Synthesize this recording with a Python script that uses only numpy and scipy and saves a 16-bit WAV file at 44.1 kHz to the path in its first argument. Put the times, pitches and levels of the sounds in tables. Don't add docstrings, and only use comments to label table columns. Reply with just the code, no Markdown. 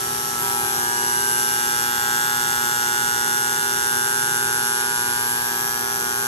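import sys
import numpy as np
from scipy import signal
from scipy.fft import rfft, irfft, next_fast_len
from scipy.io import wavfile
from scipy.ndimage import uniform_filter1d

SR = 44100
rng = np.random.default_rng(int(sys.argv[2]) if len(sys.argv) > 2 else 0)


def wav_record(signal):
    frames = np.transpose(np.atleast_2d(signal))
    bounded = np.clip(frames, -1, 1)
    quanta = np.round(bounded * 32767).astype(np.int16)
    wavfile.write(sys.argv[1], SR, quanta)


N = 276507
TIME = np.arange(N) / SR
BUZZ_HZ = 120.1022
MIDWAY_S = 3

HUM_ORDERS = [*range(1, 18), 19, 20, 23, 24, 25, *range(27, 35), 37, 38, 39, 40, 42, 43]
# base level in dB, left minus right in dB, left phase lead in rad.
HUM_HARMONICS = [(-50, -2.81, 0.5), (-45, -6, 0.5), (-42.5, -1.5, 1.37), (-50.5, 7.08, 1.85),
                 (-55, -5.91, -1.6), (-48, 7, -1.76), (-35.5, -2.5, 0.63), (-39, 2.5, 1.26), (-41, 6.5, 2),
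                 (-41.5, 3, 2.02), (-37, 1.38, 1.7), (-31.5, -3.32, 2), (-27.5, -0.03, 2.5), (-38, -5, 1.3),
                 (-45, -6.5, 2.36), (-48, -8, 2.3), (-49.5, -3, 1.7), (-51.5, -1, -2.5), (-51.5, -9, 3),
                 (-50, -8, -1.3), (-43.5, -2.5, -1.8), (-54, 0, 2.4), (-48, 0.22, -1.6), (-47.5, -6, 1),
                 (-47.5, -7, -0.7), (-48, -7, 0.2), (-50, -8, 0.5), (-57, 0, 1.7), (-54, -1.58, 1.2),
                 (-56.5, -7, 2.3), (-54.5, -1.69, 2.1), (-49.5, -3, 1), (-46.5, 0, 2.5), (-54.5, 0, 2.4),
                 (-57, 0, -4.5), (-55, 0, 0)]

def hum(delay_s, rasp_lag_s, scatter_turns, mid_limp, side_limp):
    knocks = (TIME - delay_s) * BUZZ_HZ
    spectrum_db = np.interp(abs(np.fft.fftfreq(128, 1 / 128)), HUM_ORDERS, np.transpose(HUM_HARMONICS)[0])
    phase_turns = -signal.hilbert(np.log(from_db(spectrum_db))).imag / (2 * np.pi)
    alternate = -cosine(knocks / 2)
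    mid = side = 0
    for order, (db, pan_db, lead_rad) in zip(HUM_ORDERS, HUM_HARMONICS):
        mid_amp, side_amp = mid_side(pan_db, lead_rad) * from_db(db)
        upper, rasp = order > 10, order > 20
        rasp_turns = scatter_turns * rng.standard_normal() - order * BUZZ_HZ * rasp_lag_s
        turns = order * knocks + phase_turns[order] + rasp * rasp_turns
        side_turns = turns + np.angle(side_amp / mid_amp) / (2 * np.pi)
        mid_db, side_db = hum_swing_db(order, beamed=upper)
        limp = upper * order / 10 * alternate
        mid += abs(mid_amp) * from_db(mid_db) * cosine(turns) * (1 + mid_limp * limp)
        side += abs(side_amp) * from_db(side_db) * cosine(side_turns) * (1 + side_limp * limp)
    return stereo(mid, side)


MID_WAVE_ORDERS = [3, 6, 9, 10, 11, 11, 16, 17, 23, 27, 28, 29, 30, 31]
SIDE_WAVE_ORDERS = [10, 11, 12, 13, 14, 24, 39]
# gain in dB, rise in dB per halving of
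HUM_MID_WAVES = [(2.5, 7, 0.4, 0.546, 0.49, -1.4), (0.8, -8, 0.52, 0.545, 0.297, 0.07),
                 (1.5, 11.5, 0.45, 0.568, 0.48, 1.6), (2, 1.8, 0.46, 0.538, 0.25, 0.9),
                 (1.7, -3, 0.7, 0.624, 0.27, 0.55), (0.0, -0.5, 0.33, 0.56, 0.32, 3),
                 (0.5, 11, 0.8, 0.68, 0.45, 1), (0, 8, 0.5, 0.7, 0.69, 2), (1, 11, 0.48, 0.69, 0.8, 2),
                 (0, -1, 0.17, 0.58, 0.3, 0.5), (-1.5, 20, 0.7, 0.714, 0.2434, -2.5),
                 (-2.5, 11, 0.7, 0.676, 0.23, -0.5), (-1.5, 10, 0.65, 0.69, 0.39, 0.5),
                 (-1, 12, 0.36, 0.7, 0.45, 0.5)]
HUM_SIDE_WAVES = [(0.5, -6.6, 0.43, 0.73, 0.304, 2.03), (0.3, -11.3, 0.71, 0.76, 0.738, 3.5),
                  (-1.5, 15.9, 0.38, 0.85, 0.567, 4.5), (2.1, 17.6, 0.34, 0.546, 0.45, -0.9),
                  (2.8, 10.6, 0.42, 0.497, 0.705, -1.23), (0.5, 13.5, 0.83, 0.54, 0.292, 1.5),
                  (2, 17.7, 0.81, 0.53, 0.41, 0)]
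BODY_ORDERS, LOUDEST_ORDERS, EDGE_ORDERS = [7, 8], [12, 13], [14, 24]
# time in seconds, relative mid and side levels in dB of order 7, the same of order 8.
BODY_CURVES = [(0.0, -49.0, -46.0, -55.5, -39.0), (0.12, -39.5, -44, -52.0, -40.0),
               (0.3, -39.5, -54, -52, -49.0), (0.45, -42, -49, -36, -44.5),
               (0.57, -33, -45.0, -38.5, -50.0), (0.72, -38.0, -46.0, -44, -48.0),
               (0.95, -38, -51.0, -36, -42.5), (1.15, -37.0, -50, -38.0, -40.5),
               (1.5, -36.0, -50, -44.5, -48.0), (2.1, -34.5, -45, -42.5, -54),
               (3.0, -35.0, -53.5, -42, -49.5), (3.9, -37.0, -52.0, -41.5, -48.0),
               (4.5, -36.5, -49.5, -43, -45.5), (5.0, -38, -49.5, -38.0, -41.0),
               (5.5, -39.5, -46, -41, -43.0), (5.9, -40, -49.0, -43, -49.0),
               (6.27, -38.5, -52.0, -50, -54.0)]
# time in seconds, relative mid level in dB of each of the two orders.
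LOUDEST_CURVES = [(0.0, -62.5, -54), (0.05, -54, -54), (0.1, -58, -47), (0.3, -61, -59), (0.35, -48, -57),
                  (0.38, -48, -52), (0.44, -62, -40), (0.5, -51, -53), (0.68, -53, -38), (0.82, -47, -54),
                  (1.24, -49, -35.5), (1.52, -49, -38), (1.82, -41.5, -39.5), (2.13, -37.5, -35.5),
                  (3.02, -35.5, -53.5), (3.95, -37, -36), (4.43, -35, -36), (5.12, -35.5, -39.5),
                  (5.27, -45, -38), (5.62, -55, -40), (5.68, -47, -40), (5.87, -39, -53), (5.97, -43, -50),
                  (6.04, -36.5, -45), (6.2, -39, -38), (6.27, -39, -39.5)]
EDGE_CURVES = [(0.0, -45.5, -47.5), (0.35, -47, -52.5), (0.6, -49, -53), (0.9, -39, -45),
               (1.35, -46.0, -42), (1.7, -43, -44.0), (2.2, -38.5, -47.0), (3.0, -41.5, -43.5),
               (3.8, -40.5, -47.0), (4.6, -40.5, -46.0), (5.2, -41.0, -51), (5.65, -38.0, -61),
               (6.27, -45.0, -55.0)]

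def hum_swing_db(order, beamed, waver_db=0.5, shake_db=1.17, mid_beam_db=2, side_beam_db=10):
    beam = beamed * distance_halvings()
    side_db = side_beam_db * beam
    if order in SIDE_WAVE_ORDERS:
        side_db = reflections_db(order, SIDE_WAVE_ORDERS, HUM_SIDE_WAVES)
    if order in LOUDEST_ORDERS:
        mid_db = swings_db(LOUDEST_CURVES)[LOUDEST_ORDERS.index(order)]
    elif order in EDGE_ORDERS:
        mid_db = swings_db(EDGE_CURVES)[EDGE_ORDERS.index(order)]
    elif order in BODY_ORDERS:
        column = 2 * BODY_ORDERS.index(order)
        mid_db, side_db = swings_db(BODY_CURVES)[column:column + 2]
    elif order in MID_WAVE_ORDERS:
        mid_db = reflections_db(order, MID_WAVE_ORDERS, HUM_MID_WAVES) + shake_db * drift(5.9)
    else:
        mid_db = waver_db * drift(0.33) + mid_beam_db * beam
    return mid_db, side_db + waver_db * drift(3.3)


# centre in Hz, nominal width in Hz, relative mid and side levels in dB,
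# left minus right in dB, share 0-1 that differs between half cycles.
METAL_RESONANCES = [(2390, 78, -58, -50, -6, 0.01), (2870, 190, -57, -50.5, 12, 0),
                    (3479, 523, -52.5, -59, 3, 0.15), (4150, 410, -53, -53, 5, 0),
                    (4560, 300, -56, -47.5, -3, 0.2), (5420, 300, -55, -44, 2.5, 0.5),
                    (5725, 380, -39.5, -38.5, 6, 0.55), (6374, 410, -39, -50, 3, 0.5),
                    (7454, 540, -38.5, -43, -2, 0.72), (8330, 790, -44, -44, 8, 0.1),
                    (9280, 450, -39, -35, -7, 0.96), (10150, 840, -42.5, -30, -1, 0.85),
                    (10890, 230, -40, -34.5, 2, 0.7), (11270, 210, -38, -38, 0, 0.82),
                    (11670, 310, -39, -47, 1.5, 0.87), (12310, 610, -41, -55, 1, 1)]

def rattle(delay_s, jitter_s, uneven_db, looseness, tail_db, tail_db_per_octave, tail_hz):
    knocks = (TIME - delay_s + jitter_s * drift(13)) * BUZZ_HZ + 1
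    knock_index = knocks.astype(int)
    force = from_db(uneven_db * rng.standard_normal(int(N / SR * BUZZ_HZ) + 10))
    bursts = force[knock_index] * contact_burst(age_s=knocks % 1 / BUZZ_HZ)
    region_gains = rattle_gains(flutter_db=0.83)
    pattern = np.array([contact_pattern(knocks) for _ in range(2)])
    common = pattern + looseness * rng.standard_normal((2, N))
    quadrature = signal.hilbert(pattern, next_fast_len(N))[:, :N].imag
    alternating = quadrature * (1 - knock_index % 2 * 2)
    out = 0
    for hz, width_hz, mid_db, side_db, pan_db, share in METAL_RESONANCES:
        tail = from_db(tail_db - tail_db_per_octave * np.log2(hz / tail_hz))
        contacts = np.hypot(bursts, tail) * (np.sqrt(1 - share) * common + np.sqrt(share) * alternating)
        mid, side = resonance(contacts, hz, width_hz) * region_gains[np.searchsorted(REGION_EDGES_HZ, hz)]
        pan = rms_one(from_db([[pan_db / 2], [-pan_db / 2]]))
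        out += stereo(mid * from_db(mid_db), side * from_db(side_db)) * pan
    return out


def contact_burst(age_s, rise_s=0.00038, hold_s=0.0002, fall_s=0.0007,
                  echo_s=0.0015, echo_db=-4, echo_fall_s=0.0012):
    direct = np.minimum(age_s / rise_s, 1) * np.exp(-np.maximum(age_s - rise_s - hold_s, 0) / fall_s)
    echo_rise = np.clip((age_s - echo_s) / rise_s, 0, 1)
    echo_fall = np.exp(-np.maximum(age_s - echo_s - rise_s, 0) / echo_fall_s)
    return np.hypot(direct, from_db(echo_db) * echo_rise * echo_fall)


def contact_pattern(knocks, size=367, count=24, renew_m=0.05506):
    patterns = signal.resample(rng.standard_normal((count, size)), size * 32, axis=1)
    travel = np.cumsum(np.hypot(np.gradient(distance_m()), SLIDE_M_PER_S / SR)) / renew_m
    row, blend = travel.astype(int) % count, travel % 1
    at = (knocks % 1 * patterns.shape[1]).astype(int)
    return np.sqrt(1 - blend) * patterns[row, at] + np.sqrt(blend) * patterns[(row + 1) % count, at]


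def resonance(contacts, hz, width_hz, spread=1.315):
    half_hz = spread * width_hz / 2
    band = signal.butter(2, [hz - half_hz, hz + half_hz], "band", fs=SR, output="sos")
    ring = signal.sosfiltfilt(band, contacts)
    return ring / np.sqrt(uniform_filter1d(ring ** 2, 8812) + 1e-12)


REGION_EDGES_HZ = [5000, 6050, 8800, 9750, 10650, 11050, 11450, 11900]
# gain in dB,
# rise in dB per halving of distance, dip strength 0-1, dip position in m, dip spacing in m, slant.
# The last rows swing the highest fizz, above 11900 Hz; its mid fades briefly near 0.9 s and 4.8 s.
RATTLE_MID_SWINGS = [(-0.5, 0.5, 0.42, 0.83, 0.72, 2), (-0.4, -0.5, 0.27, 0.42, 0.46, -1.4),
                     (3.5, 22, 0.45, 0.547, 1, -2), (1.5, -4, 0.42, 0.762, 0.91, 2),
                     (-1.5, 2, 0.92, 0.625, 0.23, 1)]
RATTLE_SIDE_SWINGS = [(1, -6, 0.45, 0.77, 0.39, 1.5), (1, 5, 0.25, 0.51, 0.37, -1),
                      (0, -5, 0.2, 0.488, 0.497, -2.52), (2.5, 13, 0.58, 0.53, 1, -3),
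                      (0.5, 6.3, 0.22, 0.573, 0.23, -1.69), (0, 3.2, 0.6, 0.523, 0.16, 0),
                      (-1, 0.5, 0.61, 0.767, 0.25, 1.5), (-3, -2.9, 0.26, 0.519, 0.101, -3),
                      (-1.3, 13, 0.92, 0.625, 0.2, 3)]
# time in seconds, relative mid level in dB of each of the four regions from 9750 to 11900 Hz.
TREBLE_CURVES = [(0.0, -54, -44, -36.5, -35), (0.45, -45, -43, -36.5, -31), (0.68, -33, -30, -30.5, -36),
                 (0.87, -41, -38.5, -36, -33), (1.05, -39, -32, -34, -40), (1.35, -30, -31.0, -31.0, -35),
                 (1.7, -33, -38.5, -39, -34.5), (2.3, -42.5, -48, -38, -32.5),
                 (3.2, -40.5, -41, -38.5, -36.0), (3.9, -34, -35.5, -35, -36.0),
                 (4.5, -33.5, -32.5, -31, -42), (4.95, -36.5, -33, -31, -43), (5.3, -43, -31, -33, -32),
                 (5.65, -45, -41, -34, -31.5), (6.27, -36, -35, -36.0, -41)]

def rattle_gains(flutter_db):
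    *lower, fizz = [level_swing_db(*row) for row in RATTLE_MID_SWINGS]
    mids_db = lower + swings_db(TREBLE_CURVES) + [fizz]
    sides_db = [level_swing_db(*row) for row in RATTLE_SIDE_SWINGS]
    return [from_db(np.array(pair) + flutter_db * drift(7.0)) for pair in zip(mids_db, sides_db)]


# frequency in Hz, relative level in dB, left minus right in dB, left phase lead in rad.
MOTOR_TONES = [(46.3, -64, -1.6, -0.2), (57.6, -60, -1, 0.2), (142.5, -55, -3.7, 0.3),
               (244.7, -55.5, 6, 0.21), (356.5, -54.5, -3, 0.8), (397, -41, 2, -1), (407.7, -54, 0, -1.3),
               (422, -51, 2, -0.7), (466, -52, -9, 0.82), (794.3, -41.5, 3.5, -1.08), (776, -55.5, 0, 1),
               (787, -56, 0, -1), (900, -54, 0, 1.2), (1029, -52, 8, 1.1)]
BLOWER_ROWS = [5, 9]
BLOWER_MID_WAVES = [(1.95, -2, 0.36, 0.517, 0.136, 0.85), (1.3, -7, 0.49, 0.593, 0.29, 0.044)]
BLOWER_SIDE_WAVES = [(1, 0, 0.3, 0.99, 0.7, 0), (2, -8, 0.45, 0.53, 0.45, 1)]

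def motors(blade_wander_hz, motor_wander_hz, flutter_db, echo_gain):
    load = drift(2.76)
    mid = side = 0
    for row, (hz, db, pan_db, lead_rad) in enumerate(MOTOR_TONES):
        mid_amp, side_amp = mid_side(pan_db, lead_rad) * from_db(db)
        if row in BLOWER_ROWS:
            k = BLOWER_ROWS.index(row)
            wander_hz = blade_wander_hz * (k + 1) * load
            mid_echo = echo_gain * (drift(5.2) + 1j * drift(6))
            side_echo = echo_gain * (drift(6) + 1j * drift(6))
            mid_amp *= from_db(level_swing_db(*BLOWER_MID_WAVES[k])) + mid_echo
            side_amp *= from_db(level_swing_db(*BLOWER_SIDE_WAVES[k])) + side_echo
        else:
            wander_hz = motor_wander_hz * drift(2.0)
        turns = np.cumsum(hz + wander_hz) / SR
        gain = from_db(flutter_db * drift(4.8))
        mid += gain * abs(mid_amp) * cosine(turns + np.angle(mid_amp) / (2 * np.pi))
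        side += gain * abs(side_amp) * cosine(turns + np.angle(side_amp) / (2 * np.pi))
    return stereo(mid, side)


# frequency in Hz, relative mid and side noise densities in dB.
DIN_SPECTRUM = [(25, -87.4, -100.7), (48, -75.5, -104), (155, -65, -85), (235, -75, -86),
                (352, -69.5, -77.8), (627, -78, -77), (905, -73, -87), (1620, -71.5, -69),
                (2470, -76.5, -78), (3140, -74, -75), (4200, -74.5, -79), (5160, -78, -76),
                (6560, -72, -78), (8140, -73.5, -78), (11500, -79, -80), (12350, -76, -90),
                (12900, -102, -110)]

def hall_din(bass_pan_db, bass_hz, sink_db_per_s):
    size = next_fast_len(N)
    hz = np.maximum(np.fft.rfftfreq(size, 1 / SR), 1)
    points_hz, *columns_db = np.transpose(DIN_SPECTRUM)
    shapes = [from_db(np.interp(np.log(hz), np.log(points_hz), db)) for db in columns_db]
    mid, side = [rfft(rng.standard_normal(size)) * shape for shape in shapes]
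    pan = from_db(bass_pan_db / 2 / (1 + (hz / bass_hz) ** 4))
    din = irfft(stereo(mid, side) * [pan, 1 / pan], size)[:, :N] * np.sqrt(SR / 2)
    return din * from_db(-sink_db_per_s * (TIME - MIDWAY_S))


SLIDE_M_PER_S = 0.022
# time in seconds, distance from microphone to drive in m.
MIC_PATH = [(0, 0.88), (.35, 0.88), (.45, 0.78), (.58, 0.781), (.8, 0.71), (1.05, 0.64), (1.5, 0.59),
            (2.1, 0.52), (3.0, 0.528), (4.4, 0.56), (5.1, 0.59), (5.85, 0.66), (6.27, 0.63)]

def distance_m():
    return curves(MIC_PATH)[0]


def distance_halvings(reference_m=0.6):
    return np.log2(reference_m / distance_m())


def level_swing_db(gain_db, rise_db, dip_strength, dip_m, spacing_m, slant):
    place_m = distance_m() + slant * SLIDE_M_PER_S * (TIME - MIDWAY_S)
    depth = 2 * dip_strength / (1 + dip_strength ** 2)
    power = 1 - depth * cosine((place_m - dip_m) / spacing_m)
    return gain_db + rise_db * distance_halvings() + 10 * np.log10(power)


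def reflections_db(order, orders, waves):
    return sum(level_swing_db(*row) for o, row in zip(orders, waves) if o == order)


def curves(rows):
    times_s, *columns = np.transpose(rows)
    return [np.interp(TIME, times_s, column) for column in columns]


def swings_db(rows):
    return [20 * np.log10(rms_one(from_db(db))) for db in curves(rows)]


def drift(rate_hz):
    pole = np.exp(-200 * np.pi * rate_hz / SR)
    noise = rng.standard_normal(N // 100 + 2002)
    slow = signal.lfilter([1], [1, -2 * pole, pole * pole], noise)[2000:]
    return np.interp(np.arange(N) / 100, np.arange(len(slow)), rms_one(slow))


def mid_side(pan_db, lead_rad):
    left = from_db(pan_db / 2) * np.exp(.5j * lead_rad)
    right = 1 / left
    return np.array([left + right, left - right]) / np.hypot(abs(left), abs(right))


def stereo(mid, side):
    return np.array([mid + side, mid - side])


def cosine(turns):
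    return np.cos(2 * np.pi * turns)


def from_db(db):
    return 10 ** (np.asarray(db) / 20)


def rms_one(x):
    return x / np.sqrt(np.mean(x ** 2) + 1e-20)


def scene():
    drive = hum(delay_s=0.0061, rasp_lag_s=0.000701, scatter_turns=0.057, mid_limp=0.062, side_limp=0.1)
    metal = rattle(delay_s=0.0062, jitter_s=5e-6, uneven_db=0.5, looseness=0.46,
                   tail_db=-17, tail_db_per_octave=6.5, tail_hz=9000)
    whine = motors(blade_wander_hz=0.5, motor_wander_hz=0.25, flutter_db=1.0, echo_gain=0.21)
    din = hall_din(bass_pan_db=-3, bass_hz=300, sink_db_per_s=0.3)
    return drive + from_db(-0.5) * metal + from_db(-2) * whine + from_db(-0.75) * din


def record(dry):
    dry = signal.sosfilt(signal.butter(2, 18, "high", fs=SR, output="sos"), dry)
    return signal.sosfilt(signal.butter(20, 13300, fs=SR, output="sos"), dry)


dry = scene()
out = record(dry)
wav_record(out)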